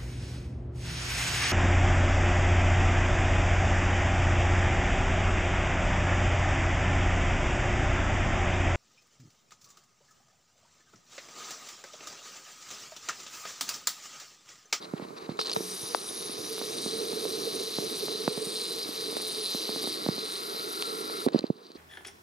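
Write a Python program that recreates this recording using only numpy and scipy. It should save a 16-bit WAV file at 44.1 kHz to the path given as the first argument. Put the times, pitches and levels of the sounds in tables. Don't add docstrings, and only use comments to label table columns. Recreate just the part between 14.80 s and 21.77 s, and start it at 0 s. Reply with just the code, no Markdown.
import sys
import numpy as np
from scipy import signal
from scipy.fft import rfft, irfft, next_fast_len
from scipy.io import wavfile
from scipy.ndimage import uniform_filter1d

SR = 44100
rng = np.random.default_rng(int(sys.argv[2]) if len(sys.argv) > 2 else 0)


def invert_db(x):
    u = np.asarray(x, float) / 20
    return 10 ** u


def digitize_waveform(pressure):
    field = np.atleast_2d(pressure).T
    bounded = np.clip(field, -1, 1)
    quanta = np.round(bounded * 32767).astype(np.int16)
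    wavfile.write(sys.argv[1], SR, quanta)


N = 307377
TIME = np.arange(N) / SR
MOTOR_ON_S, MOTOR_OFF_S = .743, 6.47


def unit(x):
    return x / np.sqrt(np.mean(x ** 2))


def noise():
    return rng.standard_normal(N)


def walk(rate_hz):
    k = int(SR / rate_hz)
    steps = np.repeat(rng.standard_normal(N // 64)[:N // k + 1], k)
    return unit(uniform_filter1d(uniform_filter1d(steps, k), k)[:N])


def curves(rows):
    s, *columns = np.transpose(rows)
    return [np.interp(TIME, s, column) for column in columns]


def gate(start_s, stop_s, rise_s, fall_s):
    return np.clip((TIME - start_s) / rise_s, 0, 1) * np.clip((stop_s - TIME) / fall_s, 0, 1)


def add(out, s, wave):
    i = int(s * SR)
    out[i:i + len(wave)] += wave[:N - i]


def butter(x, order, hz, kind="low"):
    return signal.lfilter(*signal.butter(order, hz, btype=kind, fs=SR), x)


def colour(x, points, size=4096):
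    hz, db = np.transpose(points)
    bin_hz = np.arange(1, size // 2 + 2) * SR / size
    log_gain = np.log(invert_db(np.interp(np.log(bin_hz), np.log(hz), db)))
    cepstrum = irfft(log_gain)
    cepstrum[1:size // 2] *= 2
    cepstrum[size // 2 + 1:] = 0
    impulse = irfft(np.exp(rfft(cepstrum)))
    return unit(signal.oaconvolve(x, impulse)[:N])


def rings(x, rows):
    return sum(invert_db(db) * unit(signal.lfilter(*signal.iirpeak(hz, hz / width_hz, SR), x))
               for hz, width_hz, db in rows)


def sing(rows, width_hz):
    hz, db = curves(rows)
    slow = butter([noise(), noise()], 2, width_hz / 2)
    turn = 2 * np.pi * np.cumsum(hz) / SR
    return invert_db(db) * unit(slow[0] * np.cos(turn) + slow[1] * np.sin(turn))


def motor_running():
    return gate(MOTOR_ON_S, MOTOR_OFF_S, rise_s=0.0022, fall_s=0.0065)


def brushes():
    contact_hz = 187 * (1 + .022 * walk(40) + .004 * walk(3))
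    phase = np.cumsum(contact_hz) / SR
    cycle = phase.astype(int)
    segment_db = np.array([1.8, -2.0, -.3])[cycle % 3]
    size_db = 1.2 * rng.standard_normal(N // 64)[cycle] + segment_db
    pressure = invert_db(size_db) * np.exp(-(1 - phase % 1) / .24)
    return unit(uniform_filter1d(pressure, size=25))


def gears(jolts):
    # frequency in Hz, density in dB per Hz.
    grit_spectrum = [(1760, -38), (3000, -15.5), (3420, -14), (3650, -6.5), (4030, -0.5), (4320, -6),
                     (4520, -3.5), (4680, -7.5), (4870, -3), (5270, -20), (5770, -15), (7370, -33.5),
                     (7700, -25), (10000, -38), (16900, -120)]
    hiss_spectrum = [(4000, -43.5), (5200, 4.5), (5650, -4), (6500, -8), (7300, -17.5), (9000, -38)]
    # frequency in Hz, width in Hz, level at first in dB, level once settled in dB.
    case_modes = [(3700, 100, -7, -21), (4030, 240, -13, -4.5), (4690, 180, -6, -16)]
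    running = (TIME > MOTOR_ON_S) & (TIME < MOTOR_OFF_S)
    skin = invert_db(1.6 * walk(150))
    shake = np.where(running, unit(1.2 + jolts), unit(skin))
    rattle = colour(noise() * shake * invert_db(.5 * walk(40)), grit_spectrum, size=2048)
    settled = gate(MOTOR_ON_S, 9, 2.1, .1)
    case = 0
    for hz, width_hz, first_db, last_db in case_modes:
        mode_db = first_db + (last_db - first_db) * settled + 2.6 * walk(14)
        case = case + invert_db(mode_db) * rings(noise() * (1.0 + jolts), [(hz, width_hz, 0)])
    hiss = invert_db(-13.5) * colour(noise(), hiss_spectrum, size=512)
    return invert_db(-0.85) * rattle + running * (case + hiss)


def lens(jolts, grit, mids):
    # time in seconds, load in dB, barrel drag in dB.
    load_rows = [(0.78, -45, 6), (1.14, -41, -1), (1.18, -45.5, 4), (1.36, -42.5, 0.5), (2.11, -38.5, -1),
                 (2.31, -40, 1.5), (3.15, -38, -0.5), (3.6, -40, -0.5), (5.11, -36, 0), (5.18, -39.5, -1),
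                 (6.06, -40, 2.5), (6.11, -41.5, 2), (6.44, -41, 3.5), (6.46, -43.5, 7.5)]
    # frequency in Hz, density in dB per Hz.
    low_spectrum = [(4290, -20.5), (7300, -4), (7470, -39), (8000, 3), (8680, 1), (9430, 8), (10400, -11),
                    (10600, -49), (13800, -8), (19000, -96)]
    high_spectrum = [(5880, -16), (10000, -4), (10400, 1), (11100, 6.5), (11800, -2.5), (12800, 2),
                     (13700, -8), (14900, -10), (15700, -24)]
    shell_spectrum = [(290, -40), (500, -5), (634, -8), (1000, -7), (1080, -4), (1220, -3), (1560, -9.5),
                      (2240, -9.5), (2520, -7.5), (3300, -12), (4290, -26), (7260, -120)]
    # frequency in Hz, width in Hz, level in dB.
    brush_modes = [(1970, 170, -86), (2217, 170, -57)]
    skin_bright = 0.45
    load_db, drag_db = curves(load_rows)
    extra_db = load_db + 35
    running = motor_running()
    slide = running * invert_db(drag_db + 0.91 * extra_db)

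    fade_db = 10 - 2.5 * np.minimum(TIME - MOTOR_ON_S, 3.5)
    lever = gate(.58, MOTOR_ON_S, .01, .01)
    bright_db = running * fade_db + 2 * lever + 1.25 * walk(16)
    teeth = gears(jolts)
    teeth = teeth + (invert_db(bright_db) - 1) * butter(teeth, 2, [5300, 7300], "band")

    catch_db = 3.0 * walk(65)
    catch_db = catch_db - uniform_filter1d(catch_db, size=SR // 20)
    low_db = catch_db + 1.0 * walk(130) + 3.0 * walk(7)
    low = (invert_db(-47.5) * slide + invert_db(-21.5) * grit) * invert_db(low_db)
    low = low * colour(noise(), low_spectrum, size=1024)
    high_db = .6 * catch_db + 1.5 * walk(130) + 1.2 * walk(10)
    high = (invert_db(-47) * slide + invert_db(-24) * grit) * invert_db(high_db)
    high = high * colour(noise(), high_spectrum, size=512)

    panel = colour(noise() * (1 + 0.33 * running * jolts), shell_spectrum, size=1024)
    skin = skin_bright * panel + (1 - skin_bright) * butter(panel, 2, 1420)
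    shell = running * invert_db(-51.5 + 0.27 * extra_db) * panel + mids * skin
    shell = shell * invert_db(0.71 * walk(30))
    shell = shell + running * invert_db(0.52 * extra_db) * rings(noise() * jolts, brush_modes)
    rattle = (running * invert_db(load_db - 0.33) + grit) * invert_db(0.11 * catch_db) * teeth
    return rattle + low + high + shell


def resonances():
    # time in seconds, frequency in Hz, level in dB.
    barrel_song = [(.86, 10500, -74), (.95, 10040, -41.5), (1.12, 10100, -44.5), (1.22, 9900, -52),
                   (1.36, 10300, -45), (1.6, 9800, -51.5), (2.1, 9060, -49.5), (3.3, 9820, -55),
                   (4.0, 9080, -61), (4.65, 9750, -47.5), (5.2, 9900, -95), (6.47, 9300, -77)]
    barrel_drone = [(4.3, 1180, -101), (4.7, 1220, -58), (5.3, 1290, -49), (5.6, 1324, -47),
                    (6.0, 1328, -42), (6.42, 1315, -42), (6.48, 1340, -90)]
    barrel_overtone = [(4.6, 1980, -80), (5.1, 2034, -57), (6.0, 2060, -59), (6.44, 2080, -55.5),
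                       (6.48, 2080, -90)]
    spring_whistle = [(.585, 13500, -95), (.61, 13600, -63), (.74, 13600, -63), (.76, 13500, -95)]
    spring_low = [(.575, 9600, -80), (.595, 9500, -56), (.66, 9100, -59), (.72, 9000, -53),
                  (.745, 9200, -81)]
    # frequency in Hz, width in Hz, level in dB.
    idle_modes = [(4040, 130, -62), (2200, 160, -61)]
    song = invert_db(3 * walk(65)) * sing(barrel_song, width_hz=1300) * motor_running()
    barrel = song + sing(barrel_drone, width_hz=160) + sing(barrel_overtone, width_hz=300)
    spring = sing(spring_whistle, width_hz=900) + sing(spring_low, width_hz=1600)
    jerk_s, length_s = .727, .013
    jerk = invert_db(-40) * gate(jerk_s, jerk_s + length_s, length_s / 2, 0.0011)
    jerk = jerk * sing([(0, 9150, 0)], width_hz=1700)
    idle = rings(noise() * invert_db(2.5 * walk(20)), idle_modes) * gate(-1, .6, .1, .05)
    return barrel + spring + jerk + idle


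def ticks():
    # time in seconds, peak in dB, pitch in Hz.
    latch_rows = [(.026, -29, 3800), (.048, -32, 4000), (0.179, -36, 3300), (0.286, -38, 4120),
                  (0.464, -43, 4110), (0.572, -37, 3850), (0.5915, -23, 4500), (.5918, -27, 2280),
                  (.5932, -26, 1400), (.572, -41, 7000), (6.4855, -25, 1300), (6.547, -30, 1500),
                  (6.5905, -31, 1200), (0.6135, -21.5, 5340), (.7635, -31, 2400), (1.289, -21.5, 3750),
                  (1.985, -19.5, 3700), (3.77, -24, 5400), (5.12, -22, 5000), (0.7155, -32, 5200),
                  (4.025, -24, 4700), (4.033, -26, 5400), (6.5205, -44, 7000), (6.5477, -36, 4500),
                  (6.567, -32, 4900), (6.582, -29, 4020), (6.594, -30, 4240), (6.95, -42, 4300),
                  (1.1472, -17.5, 4670), (1.148, -24, 3430), (3.477, -18, 4060), (4.03, -20, 5000),
                  (4.571, -21, 4430), (6.486, -22.5, 3930), (6.5338, -27, 4260), (6.5905, -15.5, 4250),
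                  (6.608, -30, 4120), (6.6293, -35, 2400), (6.6673, -31, 4300), (6.767, -43, 4540),
                  (6.8674, -35, 4400), (6.918, -33, 4300)]
    catch_rows = [
        (6.0236, -23, 2900),
        (6.0236, -17, 3250),
        (6.0232, -19, 3650),
        (6.0232, -16, 4500),
        (6.0229, -31, 6300),
    ]
    rows = [*latch_rows, *catch_rows]
    out, t = np.zeros(N), np.arange(int(0.0024 * SR)) / SR
    for s, peak_db, hz in rows:
        tone = np.sin(2 * np.pi * hz * t) * np.exp(-t / 0.0011) * (1 - np.exp(-t / 0.00022))
        grit = butter(rng.standard_normal(len(t)), 3, [1800, 8500], "band")
        add(out, s, invert_db(peak_db - 0.5) * (tone + 0.37 * grit * np.exp(-t / 0.00049)))
    return out


def chatter():
    # time in seconds, peak in dB, pitch in Hz.
    stutters = [(0.5964, -29, 5100), (0.6, -30, 4750), (0.6044, -32, 4520), (0.608, -31, 4030),
                (0.6138, -29, 4230), (0.62, -26, 4370), (0.6195, -29, 4020), (0.6244, -31, 4220),
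                (0.6324, -32, 4120), (0.634, -34, 4200), (0.647, -31, 4270), (0.6524, -37, 4690),
                (0.6574, -29, 4060), (0.6617, -29, 4560), (0.6704, -22, 4050), (0.6774, -31, 4070),
                (0.6823, -33, 4170), (0.6935, -38, 3960), (0.6962, -21.5, 4030), (0.703, -32, 4140),
                (0.707, -28, 4670), (0.715, -22, 4960), (0.718, -31, 3770), (0.7224, -27, 4160),
                (0.7294, -28, 4850), (0.7333, -21.5, 4370), (0.7364, -29, 4220), (0.7622, -29, 3870),
                (0.7704, -32, 3810)]
    out, t = np.zeros(N), np.arange(int(.008 * SR)) / SR
    envelope = np.exp(-t / 0.0014) * (1 - np.exp(-t / 0.00065))
    for s, peak_db, hz in stutters:
        wobble = uniform_filter1d(rng.standard_normal(len(t)), size=6)
        turn = 2 * np.pi * hz * t + 1.7 * wobble
        add(out, s, invert_db(peak_db + 8) * np.sin(turn) * envelope)
    band = signal.butter(N=3, Wn=[2300, 6800], btype="band", fs=SR, output="sos")
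    return signal.sosfilt(band, out)


def rubbing():
    # start in seconds, length in seconds, grit in dB, shell mids in dB.
    rubs = [(.008, 0.053, -50, -44.5), (0.158, 0.032, -62, -44), (0.204, 0.052, -56, -45),
            (0.36, 0.031, -50, -44), (0.388, 0.081, -56.5, -49), (0.483, 0.046, -55, -47),
            (0.573, 0.051, -45, -64), (0.5904, 0.0077, -45, -20.5), (0.595, 0.017, -41, -52),
            (0.609, 0.012, -37, -32), (0.619, 0.025, -37, -74), (0.644, 0.032, -40, -39),
            (.672, 0.024, -41, -38), (0.69, 0.02, -41, -37), (0.711, 0.013, -40, -36),
            (0.724, 0.014, -37, -47), (0.757, 0.015, -52, -33), (6.47, 0.02, -68, -35),
            (6.488, 0.028, -63, -73), (6.517, 0.085, -46.5, -39.5), (6.617, 0.065, -59, -50),
            (6.773, .03, -79, -60), (6.797, 0.1, -64, -63), (6.898, 0.024, -64, -58),
            (6.944, 0.036, -57, -55)]
    shapes = np.array([gate(s, s + length_s, 0.32 * length_s, 0.0044) for s, length_s, _, _ in rubs])
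    grit_db, mids_db = np.transpose(rubs)[2:]
    rest_grit = invert_db(-63 - 7.5 * gate(7.2, 9, .03, .1))
    rest_mids = invert_db(-51.5 - 5.5 * gate(6.6, 9, .12, .1))
    return rest_grit + invert_db(grit_db) @ shapes, rest_mids + invert_db(mids_db) @ shapes


def grip():
    # time in seconds, grip in dB.
    hold = [(0.0, -51.5), (0.37, -50), (1.3, -50), (1.88, -46.5), (2.14, -40.5), (2.25, -42), (2.85, -44),
            (3.4, -45), (3.71, -47.5), (4.68, -49.5), (4.99, -45), (5.57, -48.5), (5.98, -45), (6.56, -49),
            (6.72, -59), (6.97, -60)]
    # centre in seconds, length in seconds, level in dB.
    squeezes = [(0.376, 0.044, -43), (0.599, 0.0091, -26), (0.611, 0.018, -30), (0.749, .012, -32),
                (0.773, 0.027, -27.5), (1.132, 0.06, -33), (1.597, 0.044, -33.5), (1.817, 0.13, -33),
                (2.205, 0.043, -26), (2.308, 0.036, -26.5), (2.375, 0.028, -28), (2.451, 0.04, -23),
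                (2.526, 0.16, -31), (2.66, 0.048, -27), (2.807, 0.02, -23.5), (2.867, .03, -26),
                (2.953, 0.036, -30), (3.06, 0.05, -32), (3.138, .03, -36.5), (3.242, 0.036, -30),
                (3.323, 0.077, -36.5), (3.402, 0.02, -25), (3.545, 0.14, -28.5), (3.63, 0.032, -43),
                (3.848, 0.32, -38.5), (4.38, 0.4, -37.5), (4.612, 0.073, -35), (4.884, 0.12, -38),
                (5.436, 0.062, -30.5), (6.173, 0.23, -40.5), (6.326, .1, -42.5), (6.445, 0.026, -33),
                (6.537, .015, -35), (6.575, .03, -36), (6.05, 0.039, -48), (6.466, 0.012, -23),
                (6.756, 0.014, -47), (6.8, 0.052, -46), (6.96, 0.017, -43)]
    # frequency in Hz, density in dB per Hz.
    rumble_spectrum = [(35, -80), (60, -51), (135, -18.5), (355, -6.5), (431, -5), (460, 0), (513, -36.5),
                       (572, -8), (734, -13.5), (800, -15.5), (1040, -55), (1760, -120)]
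    body_hz, body_width_hz = 442, 76
    hum_from_s, hum_to_s = .81, 1.05
    grip_db, = curves(hold)
    running = motor_running()
    boom = invert_db(grip_db + 4.5 - 17 * (1.0 - running))
    for s, length_s, db in squeezes:
        boom = boom + invert_db(db) * np.exp(-np.square(2 * (TIME - s) / length_s))
    tremor_db = 1.7 * walk(45)
    body = signal.iirpeak(body_hz, body_hz / body_width_hz, SR)
    ring = signal.lfilter(*body, noise() * invert_db(tremor_db))
    ring = unit(signal.lfilter(*body, ring))

    rumble = colour(noise() * invert_db(0.6 * tremor_db + 1.1 * walk(14)), rumble_spectrum)
    palm_db = -12 * gate(5.42, 6.42, .15, .15)
    deep = signal.filtfilt(*signal.butter(N=2, Wn=140, fs=SR), rumble)
    rumble = rumble + (invert_db(palm_db) - 1) * deep

    pull = invert_db(-60) * (TIME < hum_from_s) + invert_db(-53) * gate(hum_from_s, hum_to_s, .03, 0.048)
    pull = pull + invert_db(-65) * running
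    hum_turn = 2 * np.pi * np.cumsum(184 + 3.0 * walk(12)) / SR
    hum = pull * invert_db(2.8 * walk(25)) * np.sin(hum_turn)
    return invert_db(-8.5) * boom * ring + invert_db(grip_db + 3.5) * rumble + hum


def fingers():
    # time in seconds, pressure (negative pulls away),
    # contact in ms.
    taps = [(0.1977, 0.046, 0.43), (0.25, 0.021, .5), (0.517, 0.033, 4.3), (1.495, 0.03, 0.71),
            (1.6, 0.0079, 1), (1.781, 0.044, 0.17), (1.815, 0.079, 0.31), (2.061, 0.083, 0.66),
            (2.3311, 0.062, 0.75), (3.283, 0.066, 0.28), (3.6689, -0.033, 3.6), (4.092, 0.011, 0.2),
            (4.368, 0.079, 0.19), (4.401, 0.036, 0.25), (1.242, 0.02, 0.34), (1.097, 0.009, .15),
            (4.7476, 0.083, 0.78), (4.8919, 0.088, 0.44), (4.9606, 0.066, 0.32), (5.0414, 0.054, 0.58),
            (5.073, 0.078, 0.41), (5.2634, 0.14, 0.46), (5.381, 0.06, 0.66), (6.299, 0.055, 0.23)]
    # time in seconds, pressure
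    # (negative pulls away), contact in ms, shell cut-off in Hz.
    knocks = [(0.137, 0.12, 1.07, 169), (0.492, 0.097, 0.7, 146), (0.768, 0.051, 0.86, 131),
              (1.031, 0.011, 2.8, 116), (1.591, -0.012, 0.98, 105), (2.4526, 0.09, 0.8, 322),
              (2.9857, 0.12, 0.47, 151), (3.4785, -0.36, 0.32, 155), (3.576, 0.085, 0.67, 164),
              (4.09, 0.053, 3.3, 307), (4.3273, -0.057, 4.4, 335), (5.288, 0.25, 0.78, 149)]
    thumb = [
        (6.4628, .1, .8, 380),
        (6.4641, -.35, 1.29, 281),
        (6.4714, -.28, 1.59, 246),
        (6.5458, -.49, 1.26, 226),
        (6.5583, -.31, 1.37, 204),
        (6.6403, .22, 1.3, 249),
        (6.7018, -.33, 1.25, 161),
    ]
    pats = [
        (0.276, .015, 1.2, 300),
        (6.4859, 0.11, 0.39, 256),
        (6.525, 0.023, 1.9, 300),
        (6.5647, 0.024, 2.2, 200),
        (6.592, 0.083, .8, 208),
        (6.617, .03, 2.2, 300),
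        (6.755, 0.0087, 2.7, 300),
        (6.853, 0.0074, 2.3, 310),
        (6.902, 0.013, 1.9, 310),
        (6.9537, 0.021, 2, 318),
    ]
    # time in seconds, pressure left, pressure right, contact in ms, cut-off in Hz.
    creaks = [
        (0.2224, 0.02, 0.048, 0.85, 164),
        (.306, 0.0089, 0.035, 0.7, 190),
        (0.5902, -0.13, 0.15, 0.3, 452),
        (0.7633, -0.21, 0.21, 0.44, 600),
        (0.806, 0.041, 0.064, 3.5, 323),
        (1.049, 0.0063, -0.0023, 0.82, 190),
        (1.31, -0.0084, -.018, 0.44, 190),
        (4.354, 0.017, 0.013, 1.1, 188),
        (4.3683, -0.062, 0.12, 2.8, 565),
        (6.0243, 0.064, 0.017, 0.27, 1010),
    ]
    snaps = [
        (1.1475, .4, 0, .52, 720),
        (1.1476, 0, .16, .38, 820),
        (1.1486, .03, .07, .9, 300),
    ]
    left_share, finger, soft_thumb = .52, 1.6, 5
    pushes = [(s, left_share * p, p, ms, 200, finger) for s, p, ms in taps]
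    pushes += [(s, left_share * p, p, ms, hz, finger) for s, p, ms, hz in knocks]
    pushes += [(*creak, finger) for creak in creaks]
    pushes += [(s, left_share * p, p, ms, hz, soft_thumb) for s, p, ms, hz in [*thumb, *pats]]
    pushes += [(*snap, soft_thumb) for snap in snaps]
    left, right = np.zeros(N), np.zeros(N)
    t_ms = np.arange(int(.03 * SR)) / SR * 1000
    for s, to_left, to_right, contact_ms, cut_hz, onset in pushes:
        push = (t_ms / contact_ms * np.exp(-t_ms / contact_ms)) ** onset
        order = 4 if onset == soft_thumb else 5
        stiff_shell = signal.butter(order, cut_hz, btype="high", fs=SR, output="sos")
        thud = signal.sosfilt(stiff_shell, push)
        thud = thud / np.abs(thud).max()
        lead_s = .00038 * (to_left * to_right > 0 and onset == soft_thumb)
        add(left, s - lead_s, to_left * thud)
        add(right, s, to_right * thud)
    both = np.array([left, right])
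    return both - 0.099 * butter(both[::-1], 2, 550, "high")


def ports(x):
    # frequency in Hz, lead of the left in radians.
    lead_rows = [(0, 0), (460, .45), (570, 2.5), (1200, 3.1), (1500, 4), (1850, 5.4), (2070, 4.8),
                 (3450, 5.4), (6370, 5.7), (7580, 6.1), (9300, 5.9), (15300, 6.25)]
    # frequency in Hz, left minus right in dB.
    balance_rows = [(60, -1.5), (110, -3.0), (200, -4.0), (380, -7.0), (700, -1.5), (1290, 2.5),
                    (2380, 0.5), (4400, 0.0), (8120, 0.5), (15000, 1.0)]
    size = next_fast_len(N + 4096)
    hz = np.arange(1, size // 2 + 2) * SR / size
    balance_hz, balance_db = np.transpose(balance_rows)
    tilt = invert_db(np.interp(np.log(hz), np.log(balance_hz), balance_db) / 2)
    lag = np.exp(-1j * np.interp(hz, *np.transpose(lead_rows)))
    return irfft(rfft(x, size) * np.array([tilt, lag / tilt]), size)[:, :N]


def pond():
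    # frequency in Hz, density in dB per Hz.
    air_spectrum = [(15, -80), (25, -34), (144, -13), (323, -9), (446, -5.5), (569, -37), (807, -8),
                    (899, -7), (1310, -1.5), (2860, -44), (4520, -24), (5920, -22), (9880, -27.5),
                    (15600, -39)]
    shared = ports(colour(noise() * invert_db(2.2 * walk(4)), air_spectrum))
    apart = np.array([colour(noise(), air_spectrum), colour(noise(), air_spectrum)])
    air_db = -53 - 12 * gate(6.47, 9, 0.041, .1)
    return invert_db(air_db) * (shared + 0.75 * apart)


def microphone_hiss():
    return invert_db(-74) * np.diff([noise(), noise()], prepend=0)


def scene():
    drive = (brushes(), *rubbing())
    stray = np.array([lens(*drive), lens(*drive)])
    stray = 0.3 * stray + 0.57 * butter(stray, 2, 1500)
    camera = lens(*drive) + resonances() + ticks() + chatter() + grip()
    return ports(camera) + stray + fingers() + pond() + microphone_hiss()


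def roll_off(x):
    return signal.sosfilt(signal.butter(12, 15500, fs=SR, output="sos"), x)


def record(dry):
    top_cut = signal.ellip(N=8, rp=.2, rs=70, Wn=15650, fs=SR, output="sos")
    return roll_off(signal.sosfilt(top_cut, dry))


dry = scene()
out = record(dry)
digitize_waveform(out)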